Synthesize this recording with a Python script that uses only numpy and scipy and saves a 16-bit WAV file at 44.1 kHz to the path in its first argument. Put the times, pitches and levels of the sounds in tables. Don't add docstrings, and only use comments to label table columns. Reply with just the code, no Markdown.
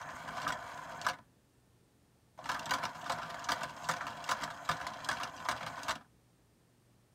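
import sys
import numpy as np
from scipy import signal
from scipy.fft import rfft, irfft, next_fast_len
from scipy.io import wavfile

SR = 44100
rng = np.random.default_rng(int(sys.argv[2]) if len(sys.argv) > 2 else 0)


def boost(x):
    u = np.asarray(x, float) / 20
    return 10 ** u


def output_pcm(signal):
    pcm = np.clip(np.atleast_2d(signal).T, -1, 1) * 32767
    wavfile.write(sys.argv[1], SR, np.round(pcm).astype(np.int16))


N = 314918

# switch-on in seconds, switch-off in seconds.
MOTOR_RUNS = [
    (-0.2, 1.096),
    (2.377, 5.9),
]
# time after the turn in seconds, level in dB.
SWING_LOAD = [
    [(0, 5), (0.12, 1), (0.25, 0), (0.4, 1)],
    [(0, 2.5), (0.13, 4), (0.23, -3.5), (0.4, 0)],
]
# stop in seconds, peak level in dB,
# rebound delay in seconds, rebound level in dB, lead of the brake tick in seconds.
TURNS = [(1.0653, -26.5, 0.02, -26.5, .0507), (2.4906, -27.5, .0249, -28.5, 0.049),
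         (2.7082, -24, 0.028, -24, 0.052), (3.0966, -26.5, 0.024, -29.5, 0.055),
         (3.488, -26.5, 0.03, -22.5, .0467), (3.8885, -24, 0.023, -28, 0.048),
         (4.2904, -27, 0.023, -24, 0.05), (4.69, -25.5, .0228, -28.5, 0.041),
         (5.0878, -24.5, 0.025, -28, 0.043), (5.4869, -26, 0.024, -27, 0.038),
         (5.8826, -26.5, 0.025, -27, .0509)]
# frequency in Hz, width in Hz, level in dB.
RUBBED_SHELL = [(516, 85, -12.5), (647.7, 91, -4), (705.3, 53.3, 1), (850, 117, -7.5), (948, 58, -1),
                (1038, 58, -0.5), (1175, 180, -7), (1364, 217, -7), (1500, 114, -4.5), (1726, 223, -7),
                (1793, 680, -13), (2340, 85, -15.5)]
# frequency in Hz, width in Hz, level in dB.
MOTOR_PARTS = [(6070, 120, -7), (6320, 180, 1.5), (6850, 160, 0.5), (7400, 220, -3.5), (8280, 180, -4),
               (10260, 130, -12), (11500, 200, -12), (12340, 430, -15.5), (14500, 2600, -20.5)]
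# frequency in Hz, width in Hz, level in dB.
BASE = [(60, 38, -9.5), (118.3, 10.5, -0.5), (158.9, 15, 0.5), (222.7, 17.4, -4.5), (282, 30.5, -3.5)]
# frequency in Hz, width in Hz, level in dB.
LOOSE_PARTS = [(2600, 400, -4), (2870, 120, -0.5), (3213, 150, 1.5), (3500, 130, -4.5), (3960, 160, -3.5),
               (4620, 220, -6.5), (5100, 420, -7)]
# frequency in Hz, level in dB.
HISS_COLOUR = [(20, -20), (45, -5), (110, -2), (250, -6), (500, -12.5), (1000, -18.5), (2000, -24.5),
               (5000, -27.5), (10000, -30), (16000, -36)]
# frequency in Hz, rms level in dB.
HUM = [(60, -82.5), (120, -73.5), (178, -118), (1081, -100), (1801, -93)]
# frequency in Hz, width in Hz, level in dB.
STRUCK_SHELL = [(530, 24, -8.5), (638, 52, -6.5), (719.7, 33.7, -1), (881, 120, -6.5), (1016, 64, 1),
                (1100, 87, -1.5), (1210, 212, 0), (1373, 183, -0.5), (1480, 121, -1), (1674, 149, 0.5),
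                (1740, 245, -5), (2266, 180, -10.5)]
# frequency in Hz, width in Hz, level in dB.
LURE = [(2824, 190, 1.5), (3300, 90, 1.5), (3590, 160, -0.5), (4000, 122, 2), (4360, 190, -2),
        (4770, 96, 3), (5180, 250, -1.5), (5915, 370, -1.5), (6580, 540, -5), (7670, 590, -5),
        (8530, 770, -9), (10460, 1100, -15), (12210, 910, -15), (14850, 1700, -20)]
# start in seconds, bright level in dB, shell level in dB, chatter in seconds.
SLACK_KNOCKS = [(.0134, -39.5, -39, 0.01), (0.0874, -46, -35.5, 0.0082), (0.2768, -40, -34.5, .006),
                (.287, -38.5, -36, 0.0059), (0.369, -38.5, -36.5, 0.0053), (0.379, -37.5, -35.5, 0.0049),
                (.416, -33.5, -51, 0.0099), (.4277, -35.5, -36.5, .007), (.445, -38, -39, 0.016),
                (.4762, -27, -30, .018), (0.5225, -31, -30, 0.0086), (.7751, -46, -41, 0.0069),
                (1.046, -35, -31.5, 0.015), (1.0974, -33.5, -33.5, 0.01), (1.1332, -43.5, -36.5, 0.011),
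                (1.1868, -55, -43, 0.0046), (2.3847, -47, -60, 0.022), (2.4559, -35.5, -33.5, 0.024),
                (5.8925, -26.5, -42, 0.014), (5.9541, -38, -33, 0.0066), (6.0096, -55, -44, 0.0069),
                (2.659, -42, -34.5, 0.02), (2.6927, -33.5, -31.5, 0.0095), (2.784, -40, -34, 0.0055),
                (2.836, -30.5, -31.5, 0.0068), (2.8913, -42, -41, .007), (2.9487, -40, -39.5, 0.032),
                (3.0606, -36, -41, 0.013), (3.1852, -42.5, -34.5, .007), (3.2307, -37, -40, .004),
                (3.3003, -32.5, -33.5, 0.0091), (3.343, -42, -37.5, 0.0099), (3.5072, -29.5, -32.5, 0.012),
                (3.5317, -40, -41, 0.011), (3.5568, -47, -40, 0.0054), (3.5776, -45, -43, .012),
                (3.8423, -35.5, -48, 0.027), (3.9366, -33, -33, 0.0048), (3.9647, -36, -35, 0.0098),
                (4.0676, -33, -32, 0.0094), (4.2752, -38, -36, 0.014), (4.369, -44, -35.5, 0.013),
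                (4.501, -36, -34.5, 0.028), (4.867, -29.5, -32.5, 0.0088), (4.9018, -42, -41, 0.0042),
                (5.1694, -38, -34.5, 0.0051), (5.4004, -40.5, -37.5, 0.01), (5.6288, -37.5, -32, 0.0086),
                (5.663, -32, -30, 0.025), (5.7663, -41, -38, .013), (5.7773, -45, -38, 0.0087)]
# start in seconds, level in dB, favoured
# pitch in Hz.
LURE_TICKS = [(.0998, -42, 2870), (2.543, -32.5, 2900), (2.593, -31.5, 2720), (2.628, -40.5, 2840),
              (3.0126, -41.5, 3590), (3.054, -48, 5090), (3.267, -46, 3330), (3.3937, -37.5, 2850),
              (3.694, -38, 2890), (3.7637, -43, 5430), (3.7763, -43, 2860), (3.8214, -44, 2930),
              (4.103, -39.5, 2890), (4.132, -43, 2640), (4.169, -38, 2710), (4.31, -27.5, 4500),
              (4.4186, -36, 3300), (4.563, -48, 5360), (4.767, -39, 3210), (4.837, -50, 3060),
              (4.934, -39, 2830), (5.1295, -35.5, 4770), (5.2742, -41, 2500), (5.293, -43, 2860),
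              (5.361, -44, 5330), (5.3762, -42, 2850), (5.5633, -36.5, 3300), (5.731, -48, 3190)]
# start in seconds, peak level in dB, favoured pitch in Hz, chatter in seconds.
SHELL_BUMPS = [(.015, -20.5, 1010, 0.0065), (.162, -23.5, 990, 0.007), (.279, -20, 950, 0.024),
               (.467, -12, 1430, 0.0079), (.491, -12, 960, 0.014), (.504, -17.5, 1500, 0.0061),
               (1.159, -42, 646, .008), (1.19, -41, 1000, .015), (2.387, -19.5, 640, .006),
               (2.545, -17, 1480, 0.012), (2.564, -22, 1460, 0.015), (2.823, -21, 1600, 0.0092),
               (3.06, -19, 1250, 0.0085), (3.855, -22, 1100, 0.03), (4.007, -17, 1630, 0.0075),
               (4.062, -34, 1330, 0.013), (4.4772, -18, 1020, 0.0052), (4.3182, -12, 1220, 0.0031),
               (4.505, -31, 1210, .01), (4.803, -23.5, 1090, 0.0081), (5.061, -30, 1160, .008),
               (5.2, -17, 980, 0.012), (5.254, -25, 988, .006), (5.453, -15, 785, 0.016),
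               (5.544, -31, 686, .011), (5.662, -33, 1330, .006), (5.892, -10.5, 1140, 0.009),
               (6.045, -43, 1006, 0.013)]


def rms_one(x):
    return x / np.sqrt(np.mean(x ** 2) + 1e-20)


def drift(rate_hz):
    r = np.exp(-80 * np.pi * rate_hz / SR)
    steps = rng.standard_normal(N // 40 + 2002)
    slow = signal.lfilter([1], [1, -2 * r, r * r], steps)[2000:]
    return np.interp(np.arange(N) / 40, np.arange(len(slow)), rms_one(slow))


def resonate(x, hz, width_hz):
    r = np.exp(-np.pi * width_hz / SR)
    feed = np.array([1, 0, -1]) * (1 - r * r) / 2
    return signal.lfilter(feed, [1, -2 * r * np.cos(2 * np.pi * hz / SR), r * r], x + 1e-18)


def grains(shape, per_s, spread_db):
    sizes = boost(spread_db * np.minimum(rng.exponential(1, shape), 4)) * rng.choice([-1, 1], shape)
    return sizes * (rng.random(shape) < per_s / SR)


def rub(modes, level_db, per_s, spread_db, lumpy_db):
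    wander_db = 1.0
    drag = grains(N, per_s, spread_db) * boost(lumpy_db * drift(40))
    body = np.zeros(N)
    for k, (hz, width_hz, db) in enumerate(modes):
        gain = boost(db + wander_db * drift(7.3))
        body += (-1) ** k * gain * resonate(drag, hz, width_hz)
    return boost(level_db) * rms_one(body)


def motor_run(coast_db_per_s):
    spin_up_s, spin_up_db = 0.094, -13
    t = np.arange(N) / SR
    runs = []
    for on, off in MOTOR_RUNS:
        spin_up = spin_up_db * np.clip(1 - (t - on) / spin_up_s, 0, 1)
        coast = coast_db_per_s * np.maximum(t - off, 0)
        runs.append(np.where(t < on, -150, spin_up + coast))
    return np.maximum(*runs)


def swing():
    t, turn_s = np.arange(N) / SR, np.array(TURNS)[:, 0]
    last = np.searchsorted(turn_s, t) - 1
    since = t - turn_s[last]
    sweeping = last < 1
    load = np.where(last % 2, *[np.interp(since, *np.transpose(rows)) for rows in SWING_LOAD])
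    speed = np.interp(since, [0, 0.12, 0.62], [8.5, -5, 8.5])
    pass_s, pass_width_s, pass_db = 0.46, 0.11, 6
    hood = pass_db * np.exp(-((t - pass_s) / pass_width_s) ** 2)
    return np.where(sweeping, hood, load), np.where(sweeping, 0, speed)


def whirr():
    load, speed = swing()
    shell_db = -49.5 + motor_run(-190) + load
    parts_db = -68.5 + motor_run(-300) + speed
    base_db = -57.5 + motor_run(-85) + 0.53 * load
    rattle_db = shell_db - 13.5 + 3 * (np.arange(N) > TURNS[1][0] * SR)
    shell = rub(RUBBED_SHELL, shell_db + 3.0, per_s=2500, spread_db=2.0, lumpy_db=0.07)
    parts = rub(MOTOR_PARTS, parts_db + 2.5, per_s=7200, spread_db=1.0, lumpy_db=-2.8)
    base = rub(BASE, base_db - 0.5, per_s=600, spread_db=6.0, lumpy_db=-1.0)
    rattle = rub(LOOSE_PARTS, rattle_db, per_s=900, spread_db=3.5, lumpy_db=2.5)
    return shell + parts + base + rattle


def room():
    size = next_fast_len(N)
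    hz = np.maximum(np.arange(size // 2 + 1) * SR / size, 1)
    colour_hz, colour_db = np.transpose(HISS_COLOUR)
    colour = boost(np.interp(np.log(hz), np.log(colour_hz), colour_db))
    hiss = irfft(rfft(rng.standard_normal(size)) * colour, size)[:N]
    t = np.arange(N) / SR
    hum = np.zeros(N)
    for f, db in HUM:
        hum += boost(db + 1.5 * drift(3)) * np.sqrt(2) * np.sin(2 * np.pi * f * t)
    whine_hz, whine_width_hz = 8620, 260
    whine = resonate(rng.standard_normal(N), whine_hz, whine_width_hz)
    whine = resonate(whine, whine_hz, whine_width_hz)
    return boost(-68.5) * rms_one(hiss) + hum + boost(-89.5) * rms_one(whine)


def walls(x):
    t60_s, level_db = 0.12, -16.5
    age = np.arange(SR // 3) / SR
    tail = rng.standard_normal(len(age)) * boost(-60 * age / t60_s) * (age > .004)
    tail = signal.lfilter([1], [1, -.5], tail)
    return boost(level_db) * signal.fftconvolve(x, tail / np.sqrt(np.sum(tail ** 2)))[:N]


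def strike(modes, at_s, level_db, chatter_s, first, favoured_hz=None, focus_db=None, per_s=1400):
    age = np.arange(2048)
    chatter = grains((len(at_s), len(age)), per_s, 3.86) * .5
    chatter[:, 0] = first * np.minimum(0.01 / chatter_s, 1)
    chatter *= np.exp(-age / (np.clip(chatter_s, .001, .02)[:, None] * SR))
    chatter *= (boost(level_db) / np.sqrt(np.sum(chatter ** 2, axis=1)))[:, None]
    where = (np.round(at_s * SR).astype(int)[:, None] + age).ravel()
    scatter_db = 3.0
    share = boost(scatter_db * np.clip(rng.standard_normal((len(at_s), len(modes))), -1.5, 1.5))
    if favoured_hz is not None:
        octaves_off = np.abs(np.log2(np.array(modes)[:, 0] / favoured_hz[:, None]))
        share *= boost(-focus_db[:, None] * octaves_off)
    out = np.zeros(N)
    for k, (hz, width_hz, db) in enumerate(modes):
        force = np.bincount(where, (chatter * share[:, k:k + 1]).ravel(), N)
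        out += (-1) ** k * boost(db) * resonate(force, hz, width_hz)
    return out


def contacts():
    crisp_s = .008
    rows = [(s, bright, shell, 3250, chatter) for s, bright, shell, chatter in SLACK_KNOCKS]
    rows += [(s, db, db - 9, hz, 0.0094) for s, db, hz in LURE_TICKS]
    for k, (s, db, gap, rebound_db, lead) in enumerate(TURNS):
        inward = k % 2
        brake = (-34.5, -46.5, 1600) if inward else (-31, -55, 3100)
        rows.append((s - lead, *brake, crisp_s))
        rows.append((s, db, db + 3.5, 3100, 0.011))
        rows.append((s + gap, rebound_db, rebound_db, 3500, .0095))
    rows += [(s + .12, -37.5, -31, 3000, 0.2) for s, *_ in TURNS[2:-1]]
    rows += [(s + .144, -28.5, -29, 3400, crisp_s) for s, *_ in TURNS[2:-1:2]]
    return rows


def knocks():
    at_s, bright_db, shell_db, tick_hz, chatter_s = np.transpose(contacts())
    lure_focus_db = np.clip(-.3 * (bright_db + 19.5), 1, 12)
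    shell_focus_db = np.clip(-.6 * (shell_db + 33), 0, 15)
    soft_hz = np.full(len(at_s), 720.0)
    lure = strike(LURE, at_s, bright_db + 24.5, chatter_s, first=0.78,
                  favoured_hz=tick_hz, focus_db=lure_focus_db, per_s=3500)
    shell = strike(STRUCK_SHELL, at_s, shell_db + 36, 1.4 * chatter_s, first=2.1,
                   favoured_hz=soft_hz, focus_db=shell_focus_db)
    base = strike(BASE, at_s, 0.74 * shell_db + 23.5, 1.44 * chatter_s, first=1.8)
    return lure + shell + base


def bumps():
    at_s, peak_db, hz, chatter_s = np.transpose(SHELL_BUMPS)
    return strike(STRUCK_SHELL, at_s, peak_db + 26.5, chatter_s, first=1.7,
                  favoured_hz=hz, focus_db=np.full(len(at_s), 13.5))


def scene():
    toy = whirr() + knocks() + bumps()
    return (toy + walls(toy) + room())[None, :]


def low_pass(x):
    return signal.sosfilt(signal.butter(12, 16450, fs=SR, output="sos"), x)


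def record(dry):
    thin = signal.sosfilt(signal.butter(2, 36, "high", fs=SR, output="sos"), dry)
    mix = signal.sosfilt(signal.ellip(12, .5, 60, 15760, fs=SR, output="sos"), thin)
    return low_pass(mix)


dry = scene()
out = record(dry)
output_pcm(out)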